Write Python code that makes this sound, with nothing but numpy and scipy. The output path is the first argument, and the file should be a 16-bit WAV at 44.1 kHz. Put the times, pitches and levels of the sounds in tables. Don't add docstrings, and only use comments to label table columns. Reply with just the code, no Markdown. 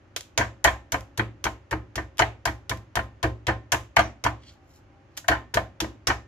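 import sys
import numpy as np
from scipy import signal
from scipy.fft import rfft, irfft
from scipy.io import wavfile

SR = 44100
rng = np.random.default_rng(int(sys.argv[2]) if len(sys.argv) > 2 else 0)


def materialize(psi):
    bounded = np.clip(np.atleast_2d(psi).T, -1, 1)
    quanta = np.round(bounded * 32767).astype(np.int16)
    wavfile.write(sys.argv[1], SR, quanta)


N = 276507

# start_s, slap_db, slap_brightness_db, squelch_hz,
# push_db, counter_tilt_db_per_octave
BLOWS = [(0.376, -16.5, -6.5, 6400, -25.5, -7.5), (0.6421, -23.5, 6, 6850, -24.5, -14.5),
         (0.9201, -28, 2.5, 5930, -29, -14.5), (1.1752, -36, 5, 4020, -26, -3.5),
         (1.4407, -25.5, -0.5, 5960, -30, -14.5), (1.71, -36, 0, 3910, -27, -9.5),
         (1.956, -28.5, -5.5, 5650, -29.5, -12), (2.192, -18.5, -9, 6630, -25.5, -7),
         (2.4541, -27, 2, 4660, -28.5, -10.5), (2.6945, -28, 1, 3480, -28, -4),
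         (2.9547, -26.5, -0.5, 3560, -26.5, -12.5), (3.2288, -25, -8.5, 4020, -24.5, -9),
         (3.4682, -25, -11, 3860, -23, -8), (3.7196, -24.5, 6, 6520, -29, -6),
         (3.9653, -24, -5.5, 3530, -25, -11), (4.2391, -25.5, -5, 5760, -27, -6.5),
         (5.282, -24, 0.5, 3600, -25, -13), (5.5418, -26, 1, 3780, -26.5, -9.5),
         (5.8031, -23.5, -2.5, 3600, -31, -12), (6.0705, -16.5, -6.5, 5500, -26.5, -12.5)]

OPPOSITE = np.array([[1], [-1]])


def from_db(db):
    return 10 ** (np.asarray(db) / 20)


def rms_one(x):
    return x / np.sqrt(np.mean(x ** 2) + 1e-20)


def at_hz(points, hz):
    points_hz, values = np.array(points).T
    return np.interp(np.log(np.maximum(hz, 1)), np.log(points_hz), values)


def fft_hz():
    return np.fft.rfftfreq(N, 1 / SR)


def resonate(x, hz, width_hz):
    r = np.exp(-np.pi * width_hz / SR)
    zeros = np.array([1, 0, -1]) * (1 - r * r) / 2
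    poles = [1, -2 * r * np.cos(2 * np.pi * hz / SR), r * r]
    return signal.lfilter(zeros, poles, x)


def high_pass(x, hz, order=1):
    return signal.sosfilt(signal.butter(order, hz, "high", fs=SR, output="sos"), x)


def add(out, start_s, sound):
    i = round(start_s * SR)
    out[..., i:i + sound.shape[-1]] += sound[..., :N - i]


def coloured(x, spectrum):
    gain = from_db(at_hz(spectrum, fft_hz()))
    return irfft(rfft(x) * rms_one(gain), N)


def burst(t60, rise_s, lumpy_db, first_db, bright_db, corner_hz, snap, snap_s):
    t = np.arange(int(.2 * SR)) / SR
    lumps = from_db(lumpy_db * np.minimum(rng.exponential(1, len(t)), 4))
    noise = rms_one(rng.standard_normal(len(t)) * lumps)
    rise = 1 - np.exp(-t / rise_s)
    decay = from_db(-60 * t / max(t60, .004))
    noise = noise * rise * decay * (1 + snap * np.exp(-t / snap_s))
    noise[0] = from_db(first_db)
    return noise + (from_db(bright_db) - 1) * high_pass(noise, corner_hz)


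def hum():
    # frequency_hz, relative_level_db (per Hz)
    hum_spectrum = [(18, -66), (30, -8), (100, 5.5), (190, -13.5), (300, -4.5), (387, -9), (473, -20.5),
                    (536, -8.5), (724, -17.5), (800, -12.5), (907, -17), (1540, -20), (2900, -27.5),
                    (3600, -34), (6500, -40), (8000, -49.5), (12000, -51.5), (15600, -85.5), (22000, -120)]
    # frequency_hz, left_right_likeness (0 to 1)
    likeness = [(60, 0.98), (300, .9), (1000, 0.25), (3000, .2)]
    level_db = -53.5
    alike = np.clip(at_hz(likeness, fft_hz()), 0, 1)
    mid, side = rfft(coloured(rng.standard_normal((2, N)), hum_spectrum))
    ports = np.sqrt((1 + alike) / 2) * mid + np.sqrt((1 - alike) / 2) * side * OPPOSITE
    return from_db(level_db) * irfft(ports, N)


def slaps():
    # start_s, slap_db, slap_brightness_db, squelch_hz
    pats = [(0.1624, -27.5, 0.5, 3680), (5.1738, -36, 5, 6740)]
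    # start_s, level_db
    ticks = [(0.208, -38.5), (0.209, -51), (1.0075, -48), (2.172, -51), (2.1819, -37.5), (2.186, -53),
             (2.773, -50), (3.0335, -63), (3.963, -37.5), (5.169, -42)]
    # frequency_hz, relative_level_db (per Hz)
    slap_colour = [(180, -37.5), (300, -7.5), (1610, -7), (1900, -6), (3130, -5), (4160, -9), (4830, -7),
                   (6520, -8.5), (8360, -12.5), (12500, -11), (16000, -28)]
    slap_t60_s, tick_t60_s = 0.074, 0.015
    squelch_db, squelch_width_hz = -2, 570
    squelch_per_db, squelch_from_db = 0.37, -29.5
    out = np.zeros((2, N))
    for start_s, level_db, bright_db, squelch_hz, *_ in BLOWS + pats:
        shared, apart = [burst(slap_t60_s, rise_s=0.0008, lumpy_db=1.1, first_db=7, bright_db=bright_db,
                               corner_hz=3000, snap=1.4, snap_s=0.0022) for _ in range(2)]
        crack = shared + 0.71 * apart * OPPOSITE
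        squelch_gain = from_db(squelch_db + squelch_per_db * (level_db - squelch_from_db))
        squelch = squelch_gain * resonate(crack, squelch_hz, squelch_width_hz)
        add(out, start_s, from_db(level_db) * (crack + squelch))
    for start_s, level_db in ticks:
        tick = burst(tick_t60_s, rise_s=0.0002, lumpy_db=2.6, first_db=8.5, bright_db=6.5,
                     corner_hz=2500, snap=1.03, snap_s=.002)
        add(out, start_s, from_db(level_db) * tick)
    return coloured(out, slap_colour)


def kitchen(x):
    # frequency_hz, t60_s
    room_t60 = [(150, 0.68), (500, 0.27), (1500, 0.22), (3000, 0.29), (4500, 0.24), (6500, 0.26),
                (8500, 0.21), (15000, 0.22)]
    # frequency_hz, left_right_likeness (0 to 1)
    likeness = [(150, 0.71), (600, 0.79), (1500, 0.077), (4000, .1)]
    arrive_s = 0.00069
    arrive = np.exp(-1 / (arrive_s * SR))
    out, edges_hz = 0, 150 * 2 ** (np.arange(21) / 3)
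    white = rng.standard_normal((2, 2, N))
    for k, (low, high) in enumerate(zip(edges_hz, edges_hz[1:])):
        band = signal.butter(2, [low, high], "band", fs=SR, output="sos")
        mid, side = rms_one(signal.sosfilt(band, white[k % 2]))
        alike = np.clip(at_hz(likeness, low), 0, 1)
        keep = from_db(-120 / at_hz(room_t60, np.sqrt(low * high)) / SR)
        power = signal.lfilter([1 - arrive], [1, -arrive], signal.sosfilt(band, x) ** 2)
        stored = signal.lfilter([1 - keep], [1, -keep], power)
        ports = np.sqrt(1 + alike) * mid + np.sqrt(1 - alike) * side * OPPOSITE
        out = out + np.sqrt(stored) * ports
    return out


def ring(contacts, modes):
    return sum((-1) ** k * from_db(db) * resonate(contacts, hz, width_hz)
               for k, (hz, width_hz, db) in enumerate(modes))


def knocks():
    # start_s, drive_db, clatter_t60_s
    board_knocks = [(0.376, -7, 0.18), (0.391, -8, 0.12), (0.41, -2, 0.12), (0.647, 3.5, 0.082),
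                    (0.656, -4, 0.11), (0.675, 1.5, 0.087), (0.921, -13.5, 0.16), (0.942, -2.5, 0.074),
                    (1.177, -16, 0.12), (1.195, -1, 0.067), (1.454, -3, 0.033), (1.466, -2, 0.069),
                    (1.712, -13.5, 0.17), (1.727, -4, 0.06), (1.978, -8, 0.11), (2.196, 2, 0.082),
                    (2.22, 4, 0.05), (2.233, -4, 0.041), (2.456, -2.5, 0.047), (2.474, -4, 0.095),
                    (2.696, -20, 0.15), (2.713, -7, 0.078), (2.955, -9, 0.12), (2.97, -3, 0.044),
                    (2.991, -6.5, 0.069), (3.23, -9.5, 0.16), (3.24, -5, 0.097), (3.473, -16, 0.13),
                    (3.483, -3, 0.13), (3.49, -5.5, 0.096), (3.723, -2, 0.12), (3.745, -0.5, 0.03),
                    (3.967, 5, 0.038), (3.982, -1.5, 0.098), (3.992, 4.5, 0.077), (4.249, -6, 0.14),
                    (4.263, -0.5, 0.087), (5.177, -29, 0.057), (5.243, -29.5, 0.09), (5.285, 3, 0.065),
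                    (5.315, -0.5, 0.15), (5.539, -11.5, 0.2), (5.571, 1.5, 0.069), (5.802, -15.5, 0.24),
                    (5.844, -14, 0.038), (6.081, -5.5, 0.16), (6.101, 0, 0.092)]
    # pitch_hz, width_hz, level_db
    board_modes = [(627.6, 260, -3.5), (684, 98, 5.5), (773, 55, -0.5), (975, 160, -1.5), (1210, 77, -3.5),
                   (1540, 190, -1), (1886, 174, 2), (1927, 224, -2.5), (2260, 340, -6), (2520, 450, -11),
                   (3150, 160, -10.5), (4280, 210, -19)]
    # pitch_hz, width_hz, level_db
    block_modes = [(185, 6.8, -1.5), (216, 14, 0.5), (284, 23, 0), (314.5, 13.1, 8), (353, 23, 1.5),
                   (438.7, 29.5, 0.5), (527, 9.4, 1)]
    # pitch_hz, width_hz, level_db
    bowl_modes = [(545, 3.2, -7)]
    # pitch_hz, width_hz, level_db
    linger_modes = [(654, 13, 0.5), (756, 8, -7.5), (814, 5.4, -9.5), (955, 28, -6.5), (1044, 10, 0.5),
                    (1270, 10, -7), (1623, 47, -5.5), (1732, 44, -4), (1810, 4.8, -13), (2130, 46, -14.5),
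                    (2490, 15, -14.5), (3160, 14, -18.5)]
    knock_bright_db, bright_per_db, dulling_db_per_s = 1, 0.87, 201
    block_lag_s, block_t60_s, block_over_push_db = 0.00802, 0.12, 22.5
    out = np.zeros((2, N))
    pushes, bounces = np.full((2, N), 1e-18)
    blow_s = np.array(BLOWS)[:, 0]
    for start_s, level_db, t60 in board_knocks:
        from_blow_s = np.min(np.abs(start_s - blow_s))
        bright_db = knock_bright_db + bright_per_db * level_db - dulling_db_per_s * from_blow_s
        shared, apart = [burst(t60, rise_s=0.0015, lumpy_db=2.7, first_db=19.5, bright_db=bright_db,
                               corner_hz=1280, snap=1.0, snap_s=0.0024) for _ in range(2)]
        apart = high_pass(apart, 1200)
        contacts = from_db(level_db) * (shared + 0.97 * apart * OPPOSITE)
        spread_db, detune = rng.standard_normal((2, len(board_modes))) * [[1.5], [.03]]
        varied = [(hz * (1 + detune[k]), width_hz, db + spread_db[k])
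                  for k, (hz, width_hz, db) in enumerate(board_modes)]
        add(out, start_s, ring(contacts, varied))
        add(bounces, start_s, from_db(level_db) * shared)
    for start_s, *_, push_db, _ in BLOWS:
        shake = burst(block_t60_s, rise_s=0.002, lumpy_db=3.9, first_db=15, bright_db=-8.5,
                      corner_hz=1280, snap=.3, snap_s=0.0043)
        add(pushes, start_s + block_lag_s, from_db(push_db + block_over_push_db) * shake)
    return out + ring(pushes, block_modes + bowl_modes) + ring(bounces, linger_modes)


def thumps():
    # pitch_hz, level_db, t60_s
    counter_modes = [(53, -10, 0.27), (64.43, -0.5, 0.35), (89.5, 4, 0.2), (101.84, -3.5, 0.33),
                     (111.65, 6, 0.38), (110, -19.5, 0.1)]
    push_lag_s, push_s = .005, 0.02
    out, t = np.zeros(N), np.arange(SR // 2) / SR
    swell = np.sin(np.pi / 2 * np.clip(t / push_s, 0, 1)) ** 2
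    for start_s, *_, push_db, tilt_db in BLOWS:
        spread_db = 1.53 * rng.standard_normal(len(counter_modes))
        rings = 0
        for k, (hz, db, t60) in enumerate(counter_modes):
            gain = from_db(db + spread_db[k] + tilt_db * np.log2(hz / 85) - 60 * t / t60)
            rings = rings + gain * np.sin(2 * np.pi * hz * (t - .004))
        add(out, start_s + push_lag_s, -from_db(push_db) * swell * rings)
    return out


def jar():
    # start_s, level_db
    clinks = [(4.015, -47), (4.038, -51.5), (4.055, -54), (4.082, -69), (4.1, -68)]
    # pitch_hz, level_db, t60_s
    glass_modes = [(5450, 1, .1), (5950, 5.5, .1), (10400, -17, .06)]
    out, t = np.zeros(N), np.arange(SR // 4) / SR
    for start_s, level_db in clinks:
        clink = sum(from_db(level_db + db - 60 * t / t60) * np.sin(2 * np.pi * hz * t)
                    for hz, db, t60 in glass_modes)
        add(out, start_s, clink)
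    return out


def peel():
    # loudest_s, level_db, centre_hz, spray_db (against level)
    peels = [(4.44, -61.5, 3000, -29), (4.493, -49, 3900, -23), (4.535, -73, 6500, 0.5),
             (4.705, -68, 6000, -3), (4.765, -59.5, 5960, -3), (5.17, -66.5, 4100, -13.5)]
    rise_db_per_s, fall_db_per_s = 263, 455
    clump_s, clump_db = 0.0048, 3.5
    out, t = np.zeros(N), np.arange(N) / SR
    grains = from_db(4.0 * np.minimum(rng.exponential(1, N), 4))
    crackle = rms_one(rng.standard_normal(N) * grains)
    clumps = rng.standard_normal(int(N / SR / clump_s) + 2)
    crackle = crackle * from_db(clump_db * np.interp(t / clump_s, np.arange(len(clumps)), clumps))
    bands = []
    for hz in (1200, 2250, 3200, 4400, 5460, 6900):
        narrowed = resonate(resonate(crackle, hz, 0.24 * hz), hz, 0.31 * hz)
        bands.append((hz, rms_one(narrowed)))
    spray = rms_one(resonate(crackle, 11500, 3000))
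    for loudest_s, level_db, centre_hz, spray_db in peels:
        drop_db = np.maximum(rise_db_per_s * (loudest_s - t), fall_db_per_s * (t - loudest_s))
        body = sum(x * from_db(-14.0 * np.abs(np.log2(hz / centre_hz))) for hz, x in bands)
        out += from_db(level_db - drop_db) * (body + from_db(spray_db) * spray)
    return out


def faint_tone():
    # start_s, length_s, pitch_hz, level_db
    faint_tones = [(4.56, 0.12, 770, -63), (4.73, .07, 837, -66), (4.9, 0.16, 790, -63)]
    out = np.zeros(N)
    for start_s, length_s, hz, level_db in faint_tones:
        t = np.arange(int(length_s * SR)) / SR
        swell = np.sqrt(np.sin(np.pi * t / length_s))
        add(out, start_s, from_db(level_db) * swell * np.sin(2 * np.pi * hz * t))
    return out


def scene():
    # frequency_hz, phase_radians
    port_phase = [(60, .1), (200, .3), (700, 0.29), (1500, 0.3), (2500, 0.99), (4500, 1.62), (9000, 2.6),
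                  (15000, 1.1)]
    crack, clatter = slaps() + peel() + jar(), knocks()
    near = crack + clatter + thumps()
    lag = np.exp(-1j * at_hz(port_phase, fft_hz()))
    near[1] = irfft(rfft(near[1]) * lag, N)
    to_room = from_db(-11.5) * crack.mean(axis=0) + from_db(-14.0) * clatter.mean(axis=0)
    return near + kitchen(to_room) + hum() + faint_tone()


def record(dry):
    # frequency_hz, level_db
    right_port = [(100, 0.3), (300, -0.1), (700, -1), (1500, 1.5), (5000, 0.5), (8000, 2), (9500, -6.5),
                  (15000, -15)]
    cutoff_hz = 16700
    shade = from_db(at_hz(right_port, fft_hz()))
    ports = np.array([dry[0], irfft(rfft(dry[1]) * shade, N)])
    ports = high_pass(ports, 40, order=2)
    notch, peak = 0.53 * resonate(ports, 8300, 1000), 0.37 * resonate(ports, 6600, 1200)
    rounded = 0.58 * np.tanh((ports - notch + peak) / 0.63)
    return signal.sosfilt(signal.cheby2(12, 70, cutoff_hz, fs=SR, output="sos"), rounded)


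dry = scene()
out = record(dry)
materialize(out)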